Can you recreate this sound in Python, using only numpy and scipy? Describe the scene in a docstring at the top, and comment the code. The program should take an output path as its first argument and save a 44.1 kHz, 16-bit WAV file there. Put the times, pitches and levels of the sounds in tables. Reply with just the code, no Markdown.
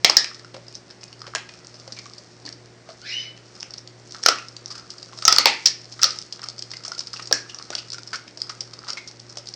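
"""Dog gnawing raw poultry

A dog gnaws raw poultry on a quilt in a tiled kitchen, close to a phone. Bones crack and overload
the phone, lips and tongue smack: noise puffs ring resonances. Wet meat crackles: random pops.
A squeak glides up across the room: swept sines and rasp. Mains hum beats over shaped room noise."""
import sys
import numpy as np
from scipy import signal
from scipy.fft import rfft, irfft
from scipy.io import wavfile
from scipy.ndimage import uniform_filter1d

SR = 44100
rng = np.random.default_rng(int(sys.argv[2]) if len(sys.argv) > 2 else 0)


def put_to_file(sound):
    """Save the sound as 16-bit audio at rate SR, in the file named by the first command-line argument."""
    columns = np.atleast_2d(sound).T  # one column per channel
    safe = np.clip(columns, -1, 1)
    whole_steps = np.round(safe * 32767)
    wavfile.write(sys.argv[1], SR, whole_steps.astype(np.int16))


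N = 421155  # samples

# Levels are ahead of mixing and microphone; PORT_DB is added where noted in the code.
# Bone cracks: t/s, splinter peak/dB, splinter f/Hz, mouth f/Hz, mouth re splinter/dB,
# thud re splinter/dB, bone ring re splinter/dB, decay constant/ms
BONE_CRACKS = [(0.0455, 7, 4900, 1390, -23, -15.5, -4, 3.7), (0.0962, 7.5, 5100, 840, -18.5, -28, -23, 3.1),
               (0.1675, 10.5, 5100, 1806, -19.5, -26.5, -38, 2.6),
               (1.35, -3.5, 6200, 1690, -12, -12.5, -34, 2.2),
               (4.2608, 6.5, 5100, 1370, -9.5, -17.5, -15, 2.4),
               (4.2845, 4.5, 5200, 1267, -9.5, -17, -14, 3.3),
               (5.252, 8.5, 6080, 1300, -25.5, -30.5, -30, 2.4),
               (5.2787, 10, 4900, 1330, -13.5, -25.5, -14, 4), (5.324, 9, 5200, 1250, -21, -29, -15, 3.2),
               (5.362, 1, 4960, 1030, -27, -50, -26, 1.5), (5.3833, 11, 4500, 1220, -12, -28, -28, 3.6),
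               (5.457, 5.5, 4600, 915, -2.5, -14, 3, 1.41), (5.656, 8, 5260, 1880, -33, -39, -21.5, 10),
               (6.0316, 9.5, 5760, 1284, -20.5, -34.5, -21.5, 2.25),
               (6.0417, 4, 4550, 1280, -19.5, -28, -31, 3), (7.3119, -12.5, 4300, 1250, -14, -4, -36, 2.5),
               (7.3256, 9.5, 4810, 1670, -23.5, -37, -46, 1.5)]
# Smacks and tooth clicks: t/s, click peak/dB, mouth f/Hz, mouth level/dB, decay constant/ms
MOUTH_SMACKS = [(0.244, -29, 2570, -18, 2), (0.345, -23.5, 1260, -48, 6), (0.395, -26, 1700, -42, 3),
                (0.446, -31, 1380, -34, 1.6), (0.543, -41, 507, -27.5, 4), (0.565, -34, 577, -33, 1.2),
                (0.681, -26.5, 600, -43, 3), (0.726, -25, 600, -53, 2.6), (0.746, -28, 600, -60, 1.1),
                (0.752, -18, 374, -55, 3.3), (0.902, -26, 1700, -39, 11.5), (1.032, -23.5, 2520, -33, 1.6),
                (1.127, -29, 3020, -38, 3.7), (1.217, -21.5, 1250, -26.5, 1.3),
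                (1.267, -40, 1230, -29, 3.6), (1.275, -46, 546, -31.5, 8.2), (1.358, -27, 2670, -18, 0.98),
                (1.381, -33, 2580, -28, 5), (1.49, -52, 2440, -33, 3.5), (1.538, -28.5, 2620, -39.5, 3.8),
                (1.645, -30, 1170, -41, 4), (1.74, -28, 597, -40.5, 14), (1.798, -26, 600, -55, 3.9),
                (1.877, -24, 524, -32.5, 2.2), (1.922, -18, 295, -38.5, 3.3), (1.947, -29, 595, -48, 1.7),
                (1.964, -35, 2300, -34, 18), (1.988, -18.5, 2200, -32.5, 3.9), (2.056, -44, 1130, -34, 5.5),
                (2.135, -26, 620, -55, 1.9), (2.18, -25, 610, -42, 4.2), (2.451, -23, 283, -34.5, 4.8),
                (2.461, -19, 316, -36, 5.8), (2.472, -32, 1770, -32, 16), (2.525, -20.5, 1820, -43, 3.6),
                (2.889, -40, 646, -32, 6.2), (2.901, -27, 613, -55, 5.8), (3.375, -41, 2880, -37.5, 1.5),
                (3.552, -31, 457, -42.5, 7.1), (3.606, -17, 540, -43, 2.5), (3.629, -14, 1430, -25.5, 0.78),
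                (3.706, -23, 600, -58, 3.8), (3.737, -19.5, 600, -54, 3.4), (3.78, -20.5, 530, -55, 2.7),
                (3.875, -20.5, 600, -46, 1.4), (4.109, -24.5, 440, -54, 2.1), (4.122, -14, 1500, -51, 1),
                (4.146, -22, 1260, -27.5, 1.2), (4.236, -7, 1390, -22, 1.3), (4.385, -25, 2570, -26, 4.8),
                (4.484, -22, 1200, -71, 2), (4.565, -15.5, 600, -52, 2.6), (4.659, -12.5, 600, -42, 0.98),
                (4.703, -21, 1200, -35.5, 15), (4.753, -22, 1190, -35.5, 5.1),
                (4.777, -23, 1300, -36.5, 14), (4.903, -16.5, 2820, -48, 3.7),
                (4.982, -21.5, 397, -47, 3.1), (5.028, -20.5, 545, -48, 2.8),
                (5.131, -52, 1080, -32.5, 5.2), (5.175, -24, 654, -40, 2.1), (5.187, -16.5, 1380, -36, 2.3),
                (5.223, -12, 1290, -25.5, 2.3), (5.815, -26, 600, -54, 2.4), (5.844, -25, 600, -64, 0.83),
                (5.855, -26, 600, -58, 1.1), (5.922, -22.5, 363, -47, 6.4), (5.992, -46, 1380, -27, 3.4),
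                (6.017, -11, 1380, -36, 2.2), (6.025, -7, 1370, -17, 2.5), (6.106, -10.5, 1360, -47, 2.7),
                (6.187, -12, 370, -44, 1), (6.215, -21, 600, -54, 1.5), (6.324, -16.5, 600, -47, 4.5),
                (6.393, -27, 1210, -32, 2.8), (6.417, -23, 1340, -57, 1.7), (6.431, -22, 1320, -28, 3.3),
                (6.438, -16, 1280, -31, 5.3), (6.46, -28, 1300, -36, 4.3), (6.486, -10, 1300, -40, 1.5),
                (6.499, -18, 1300, -42, 1.5), (6.581, -21, 613, -43.5, 1.8), (6.591, -19, 420, -46, 2.1),
                (6.623, -13.5, 600, -58, 1.7), (6.705, -23, 600, -53, 2.4), (6.714, -14.5, 1080, -39, 3.2),
                (6.735, -27, 2030, -28.5, 5.8), (6.768, -20, 2000, -42, 1.9), (6.836, -22, 1100, -44, 3.3),
                (6.849, -15.5, 1260, -31, 4.8), (6.879, -11, 630, -33, 5.2), (6.918, -14, 1380, -24, 2.9),
                (6.948, -24, 600, -48, 2.6), (6.992, -6.5, 600, -50, 2.1), (7.07, -16.5, 1260, -48, 3.8),
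                (7.131, -14.5, 1160, -40, 7.6), (7.16, -31, 2700, -29.5, 5.6), (7.195, -40, 1210, -26, 3.1),
                (7.221, -20.5, 600, -46, 6.7), (7.255, -22, 595, -52, 3.9), (7.273, -11.5, 600, -49, 3),
                (7.495, -29, 2920, -30.5, 9.8), (7.545, -16, 1170, -35.5, 3.4),
                (7.585, -20, 1090, -44, 4.4), (7.597, -43, 1130, -33.5, 4.3),
                (7.624, -17.5, 1230, -64, 1.8), (7.703, -17.5, 510, -23.5, 2.3),
                (7.725, -26, 1470, -27, 15), (7.751, -5, 605, -29.5, 2.7), (7.779, -15.5, 2800, -30.5, 12),
                (7.902, -17.5, 600, -51, 2.6), (7.919, -17, 600, -52, 1.9), (7.93, -11.5, 1260, -37, 4.1),
                (7.943, -14.5, 1430, -31, 6.6), (7.982, -23, 1390, -28.5, 5.9), (8.073, -23.5, 600, -44, 5),
                (8.13, -19, 1470, -22, 16), (8.156, -14.5, 1570, -40, 5.9),
                (8.278, -28.5, 2040, -35.5, 4.9), (8.373, -20, 720, -36.5, 2.1),
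                (8.402, -25, 400, -53, 1.1), (8.417, -9.5, 606, -51, 2.3), (8.494, -20, 1310, -25.5, 8.5),
                (8.606, -11, 600, -57, 4), (8.734, -22.5, 1210, -34.5, 3.7), (8.789, -22, 392, -43, 2.3),
                (8.868, -34, 1250, -34, 5.1), (8.878, -16.5, 1310, -27, 55), (8.903, -10.5, 1380, -44, 1.3),
                (8.931, -16, 565, -43, 2.3), (8.971, -27.5, 2190, -25.5, 10), (9.074, -19.5, 1280, -46, 12),
                (9.2, -20.5, 594, -55, 1.1), (9.293, -26, 606, -49, 11), (9.371, -16.5, 574, -29, 2.2),
                (9.383, -17.5, 390, -56, 5.1), (9.471, -19.5, 600, -59, 1.3), (9.487, -16.5, 600, -57, 1.9),
                (9.538, -16, 2220, -42, 2.3)]
# Wet crackle between the smacks: t/s, level/dB
WET_LEVELS = [(0, -56.5), (.13, -38), (.5, -58), (.9, -56), (2.05, -48.5), (2.8, -58), (3.14, -44),
              (3.32, -60.5), (3.56, -48), (3.85, -60), (4.2, -44), (4.5, -51.5), (5.1, -48.5),
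              (5.38, -33.5), (5.8, -51.5), (6.12, -37), (6.3, -52), (7.5, -48.5), (8.16, -53.5),
              (9.55, -52)]
# Squelches, wet grain in the hollow of the mouth: t of maximum/s, level/dB,
# swell per 20 dB/ms, sink per 20 dB/ms
MOUTH_SQUELCHES = [(.09, -27, 42, 243), (.18, -39.5, 56, 37), (1.28, -38, 110, 18), (1.36, -41, 44, 200),
                   (2.07, -44.5, 896.5, 93), (2.5, -44, 120, 40), (2.9, -32.5, 31.5, 29),
                   (3.64, -45, 400, 165), (4.15, -33, 27, 100), (4.28, -32, 36, 112), (4.76, -42, 424, 408),
                   (5.13, -42, 98, 64), (5.29, -31, 81, 140), (5.4, -34, 87, 34), (5.45, -33, 94, 117),
                   (6.04, -27, 66, 60), (6.44, -41, 183, 65), (6.91, -42, 461, 115), (7.21, -39.5, 197, 90),
                   (7.33, -29.5, 28.5, 85), (7.61, -34.5, 173, 16), (7.74, -37, 103, 144),
                   (7.98, -58, 296, 64), (8.141, -24, 23, 33), (8.48, -40.5, 137, 82),
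                   (8.87, -39, 272.5, 160), (9.39, -47, 300, 150)]
# Squeak glide: t/s, f/Hz, level/dB, rasp re level/dB
SQUEAK_GLIDE = [(2.99, 1334, -60, -11), (3.018, 1465, -44.5, -21), (3.05, 1777, -41.5, 1),
                (3.084, 2300, -42.5, 5.5), (3.11, 2825, -37, -2), (3.14, 3000, -30, -21),
                (3.18, 2984, -35, -6.5), (3.24, 2990, -46, -5), (3.298, 2990, -63, 2)]
# Squeak partials: multiple of the pitch, level re fundamental/dB
SQUEAK_PARTIALS = [(1, 0), (2, -13), (3, -13)]
# Rasp bands of the squeak: f/Hz, width/Hz, relative level/dB
RASP_BANDS = [(2200, 930, -4), (3740, 1100, -5), (5050, 450, -8.5)]
# Hum tones: f/Hz, RMS level/dB
HUM_TONES = [(118.4, -54), (240, -68.5), (300, -64.5), (360, -59.5)]
# Room noise spectrum: f/Hz, relative density/dB
AIR_SPECTRUM = [(25, -29), (64, -7.5), (100, -14), (170, 0), (250, -7), (370, -4), (600, -6), (1000, -13),
                (2000, -14), (3100, -22.5), (5400, -30), (9000, -26.5)]
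# Echo of the tiles by band: f/Hz, t60/s, relative level/dB
ROOM_BANDS = [(268, 0.41, 4.5), (600, 0.19, 8), (1190, 0.35, -1.5), (2230, 0.38, 2), (3300, .22, 1),
              (5200, 0.1, -2.5), (8460, 0.17, 2.5)]

AIR_DB = -52
BEAT_PERIOD_S, BEAT_TOP_S, BEAT_SHARE = 0.671, 0.575, 0.42
# Echo patterns crossfade at a steady pace: slowly for mouth, wet sounds and squeak,
# quickly for cracks, whose echo is diffuse
ECHO_PATTERNS, SLOW_TURN_S, QUICK_TURN_S = 8, 0.05, 0.0015
CRACK_ECHO_DB, MOUTH_ECHO_DB, WET_ECHO_DB = -11, -8, -11
SQUEAK_DIRECT_DB, SQUEAK_ECHO_DB = -11, 9.5
# Bubbles in the spit (per fizz band), larger ones in the hollow of the mouth
FIZZ_PER_S, GURGLE_PER_S = 1500, 260
CLICK_HZ, CLICK_LOG_SPREAD = 5030, 0.051
# Faint smacks: click level re the clear smack, floor before the spread, mouth re click
TICKS, TICK_SCATTER_S, TICK_MS = 130, 0.017, 3.6
TICK_DB, TICK_FLOOR_DB, TICK_SPREAD_DB, TICK_MOUTH_DB = -11, -39.5, 0.5, -21.5
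# Port: sound outside its resonances is PORT_DB stronger at the source
PORT_LOW_HZ, PORT_LOW_WIDTH_HZ, PORT_LOW_DB = 4480, 270, -7.5
PORT_HIGH_HZ, PORT_HIGH_WIDTH_HZ, PORT_DB = 5286, 1260, 10.5
EDGE_HZ, TOP_HZ = 9000, 16300


def undb(db):
    """dB to amplitude ratio."""
    return 10 ** (np.asarray(db) / 20)


def unit(x):
    """Scale to RMS 1."""
    return x / np.sqrt(np.mean(x ** 2))


def band(x, hz, width_hz):
    """Resonance with gain 1 at its centre."""
    return signal.lfilter(*signal.iirpeak(min(hz, 0.45 * SR), hz / width_hz, fs=SR), x)


def low_pass(x, order, hz):
    """Butterworth low-pass."""
    return signal.sosfilt(signal.butter(order, hz, fs=SR, output="sos"), x)


def burst(noise, decay_ms, hz, q, skirt):
    """A puff of noise swells, dies and rings one steep resonance with a broad skirt; peak 1."""
    t = np.arange(len(noise)) / (SR * max(decay_ms, 0.1) / 1000)  # in decay constants
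    puff = noise * np.exp(-t) * (1 - np.exp(-t / 0.05))
    broad = band(puff, hz, hz / 1.02)
    ring = band(broad, hz, hz / q) + skirt * broad
    return ring / np.abs(ring).max()


def add(out, t_s, x):
    """Mix x into out from t_s, cut at the end."""
    i = int(t_s * SR)
    out[i:i + len(x)] += x[:len(out) - i]


def air():
    """Steady room noise: white noise shaped over log frequency."""
    hz, db = np.transpose(AIR_SPECTRUM)
    f = np.maximum(np.arange(N // 2 + 1) * SR / N, 1)
    gain = undb(np.interp(np.log(f), np.log(hz), db))
    return undb(AIR_DB) * unit(irfft(rfft(rng.standard_normal(N)) * gain, N))


def hum():
    """Mains overtones; the lowest has a close neighbour, so it swells and sinks."""
    t = np.arange(N) / SR
    tones = [np.sqrt(2) * undb(db) * np.exp(2j * np.pi * hz * t) for hz, db in HUM_TONES]
    neighbour = BEAT_SHARE * np.exp(2j * np.pi * (t - BEAT_TOP_S) / BEAT_PERIOD_S)
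    tones[0] = tones[0] * (1 + neighbour)
    return sum(tones).imag


def room(x, turn_s):
    """Diffuse echo of the tiles: noise dying band by band; patterns crossfade every turn_s."""
    t = np.arange(SR // 2) / SR
    turn = np.arange(N) / SR / turn_s
    out = 0
    for k in range(ECHO_PATTERNS):
        tail = 0
        for hz, t60_s, db in ROOM_BANDS:
            noise = band(rng.standard_normal(len(t)), hz, 0.54 * hz)
            tail = tail + undb(db - 60 * t / t60_s) * noise
        tail = tail * np.clip((t - 0.002) / 0.0078, 0, 1)  # starts after the first wall
        tail = tail / np.sqrt(np.sum(tail ** 2))
        distance = np.minimum(np.abs((turn - k) % ECHO_PATTERNS - 1), 1)
        share = np.cos(np.pi / 2 * distance)
        out = out + signal.fftconvolve(share * x, tail)[:N]
    return out


def squeak():
    """A thin whistle with overtones glides up and holds, with a breathy rasp around it."""
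    t = np.arange(N) / SR
    t_s, hz, db, rasp_db = np.transpose(SQUEAK_GLIDE)
    wobble = 1 + 0.013 * unit(uniform_filter1d(rng.standard_normal(N), size=150))
    phase = 2 * np.pi * np.cumsum(np.interp(t, t_s, hz) * wobble) / SR
    whistle = sum(undb(g) * np.sin(k * phase) for k, g in SQUEAK_PARTIALS)
    breath = rng.standard_normal(N)
    rasp = sum(undb(g) * unit(band(band(breath, f, w), f, w)) for f, w, g in RASP_BANDS)
    rasp = rasp * undb(np.interp(t, t_s, rasp_db))
    level = undb(np.interp(t, t_s, db, -200, -200))
    return low_pass(level * (rasp + whistle), 6, 6800)  # far off and dull


def bubble_pops(rate_per_s):
    """Bubbles burst at random, a few much larger than the rest."""
    hits = rng.random(N) < rate_per_s / SR
    return hits * undb(3.1 * rng.exponential(size=N)) * rng.standard_normal(N)


def crackle(smack):
    """Tiny bubbles burst in meat and spit, louder just after a smack; larger ones squelch."""
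    t = np.arange(N) / SR
    level = undb(np.interp(t, *np.transpose(WET_LEVELS)))
    fade = np.exp(-1 / (SR * 0.018))
    smack_level = np.sqrt(signal.lfilter([1 - fade], [1, -fade], smack ** 2))
    low_fizz = unit(band(bubble_pops(FIZZ_PER_S), 5000, 2500))
    high_fizz = unit(band(bubble_pops(FIZZ_PER_S), 6600, 2100))
    fizz = unit(low_fizz + 0.69 * high_fizz)

    swells = 0
    for t_s, db, swell_ms, sink_ms in MOUTH_SQUELCHES:
        drop = 1000 * np.maximum((t_s - t) / swell_ms, (t - t_s) / sink_ms)  # in steps of 20 dB
        swells = swells + undb(db - 20 * drop)
    gurgle = unit(band(band(bubble_pops(GURGLE_PER_S), 1255, 240), 1400, 800))
    return fizz * (level + 0.062 * smack_level) + gurgle * swells


def ticks():
    """Rows for faint smacks: shortly before or after a clear one, weaker, any shape of mouth."""
    which, mouth = rng.random((TICKS, 2)).T
    lag, size = rng.standard_normal((TICKS, 2)).T
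    near = np.array(MOUTH_SMACKS)[(which * len(MOUTH_SMACKS)).astype(int)]
    t_s = np.clip(near[:, 0] + TICK_SCATTER_S * lag, 0, N / SR)
    db = np.maximum(near[:, 1] + TICK_DB, TICK_FLOOR_DB) + TICK_SPREAD_DB * size
    mouth_hz = 350 * 7 ** mouth
    return list(zip(t_s, db, mouth_hz, db + TICK_MOUTH_DB, np.full(TICKS, TICK_MS)))


def smacks():
    """A film of spit parts in a quick run of ticks; the open mouth gives it a hollow note."""
    out = np.zeros(N)
    rows = MOUTH_SMACKS + ticks()
    chance = rng.standard_normal((len(rows), 4, 1600))
    for (t_s, db, mouth_hz, mouth_db, ms), (hiss, puff, flesh, tear) in zip(rows, chance):
        click_hz = CLICK_HZ * np.exp(CLICK_LOG_SPREAD * tear[0])
        grain = np.exp(0.56 * unit(uniform_filter1d(tear, size=24)))  # the film tears unevenly
        click = burst(hiss * grain, ms, click_hz, q=7.2, skirt=0.47)
        mouth = burst(puff * grain, ms, mouth_hz, q=11.0, skirt=0.23)
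        mouth = mouth + 0.31 * burst(flesh * grain, ms, 1100, q=0.32, skirt=0.4)
        add(out, t_s, undb(db) * click + undb(mouth_db + PORT_DB) * mouth)
    return out


def cracks():
    """Bone splinters and the carcass rings along; returned apart, the note of the mouth."""
    bone, hollow = np.zeros(N), np.zeros(N)
    chance = rng.standard_normal((len(BONE_CRACKS), 5, 2048))
    for row, noise in zip(BONE_CRACKS, chance):
        t_s, db, splinter_hz, mouth_hz, mouth_db, thud_db, ring_db, ms = row
        # fibres give way one after another
        noise = noise * np.exp(0.5 * unit(uniform_filter1d(noise[4], size=40)))
        splinter = burst(noise[0], ms, splinter_hz, q=5.5, skirt=0.29)
        mouth = burst(noise[1], ms, mouth_hz, q=12, skirt=0.17)
        thud = undb(thud_db) * burst(noise[2], ms, 612, q=1.0, skirt=0.33)
        ring = undb(ring_db) * burst(noise[3], ms, 2960, q=0.82, skirt=0.24)
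        add(bone, t_s, undb(db) * (splinter + undb(PORT_DB) * (thud + ring)))
        add(hollow, t_s, undb(db + mouth_db + PORT_DB) * mouth)
    return bone, hollow


def scene():
    """Direct sound and tile echo over hum and room noise."""
    background = undb(PORT_DB) * (hum() + air())
    call = squeak()
    smack = smacks()
    wet = smack + crackle(smack)
    bone, mouth = cracks()
    crack_echo = room(undb(CRACK_ECHO_DB) * bone, QUICK_TURN_S)
    sends = undb(MOUTH_ECHO_DB) * mouth + undb(WET_ECHO_DB) * wet + undb(SQUEAK_ECHO_DB) * call
    echo = crack_echo + room(sends, SLOW_TURN_S)
    direct = bone + mouth + wet + undb(SQUEAK_DIRECT_DB) * call
    return (direct + echo + background)[None]


def record(dry):
    """The port has two resonances, the capsule ends its range, the converter clips."""
    port = undb(PORT_LOW_DB) * band(dry, PORT_LOW_HZ, PORT_LOW_WIDTH_HZ)
    port = port + band(dry, PORT_HIGH_HZ, PORT_HIGH_WIDTH_HZ) + undb(-PORT_DB) * dry
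    capsule = low_pass(low_pass(port, 2, 7500), 20, EDGE_HZ)
    clipped = capsule / (1 + np.abs(capsule) ** 6) ** (1 / 6)
    clipped = low_pass(clipped, 1, 12000)
    return signal.sosfilt(signal.ellip(10, 0.2, 80, TOP_HZ, fs=SR, output="sos"), clipped)


dry = scene()
out = record(dry)
put_to_file(out)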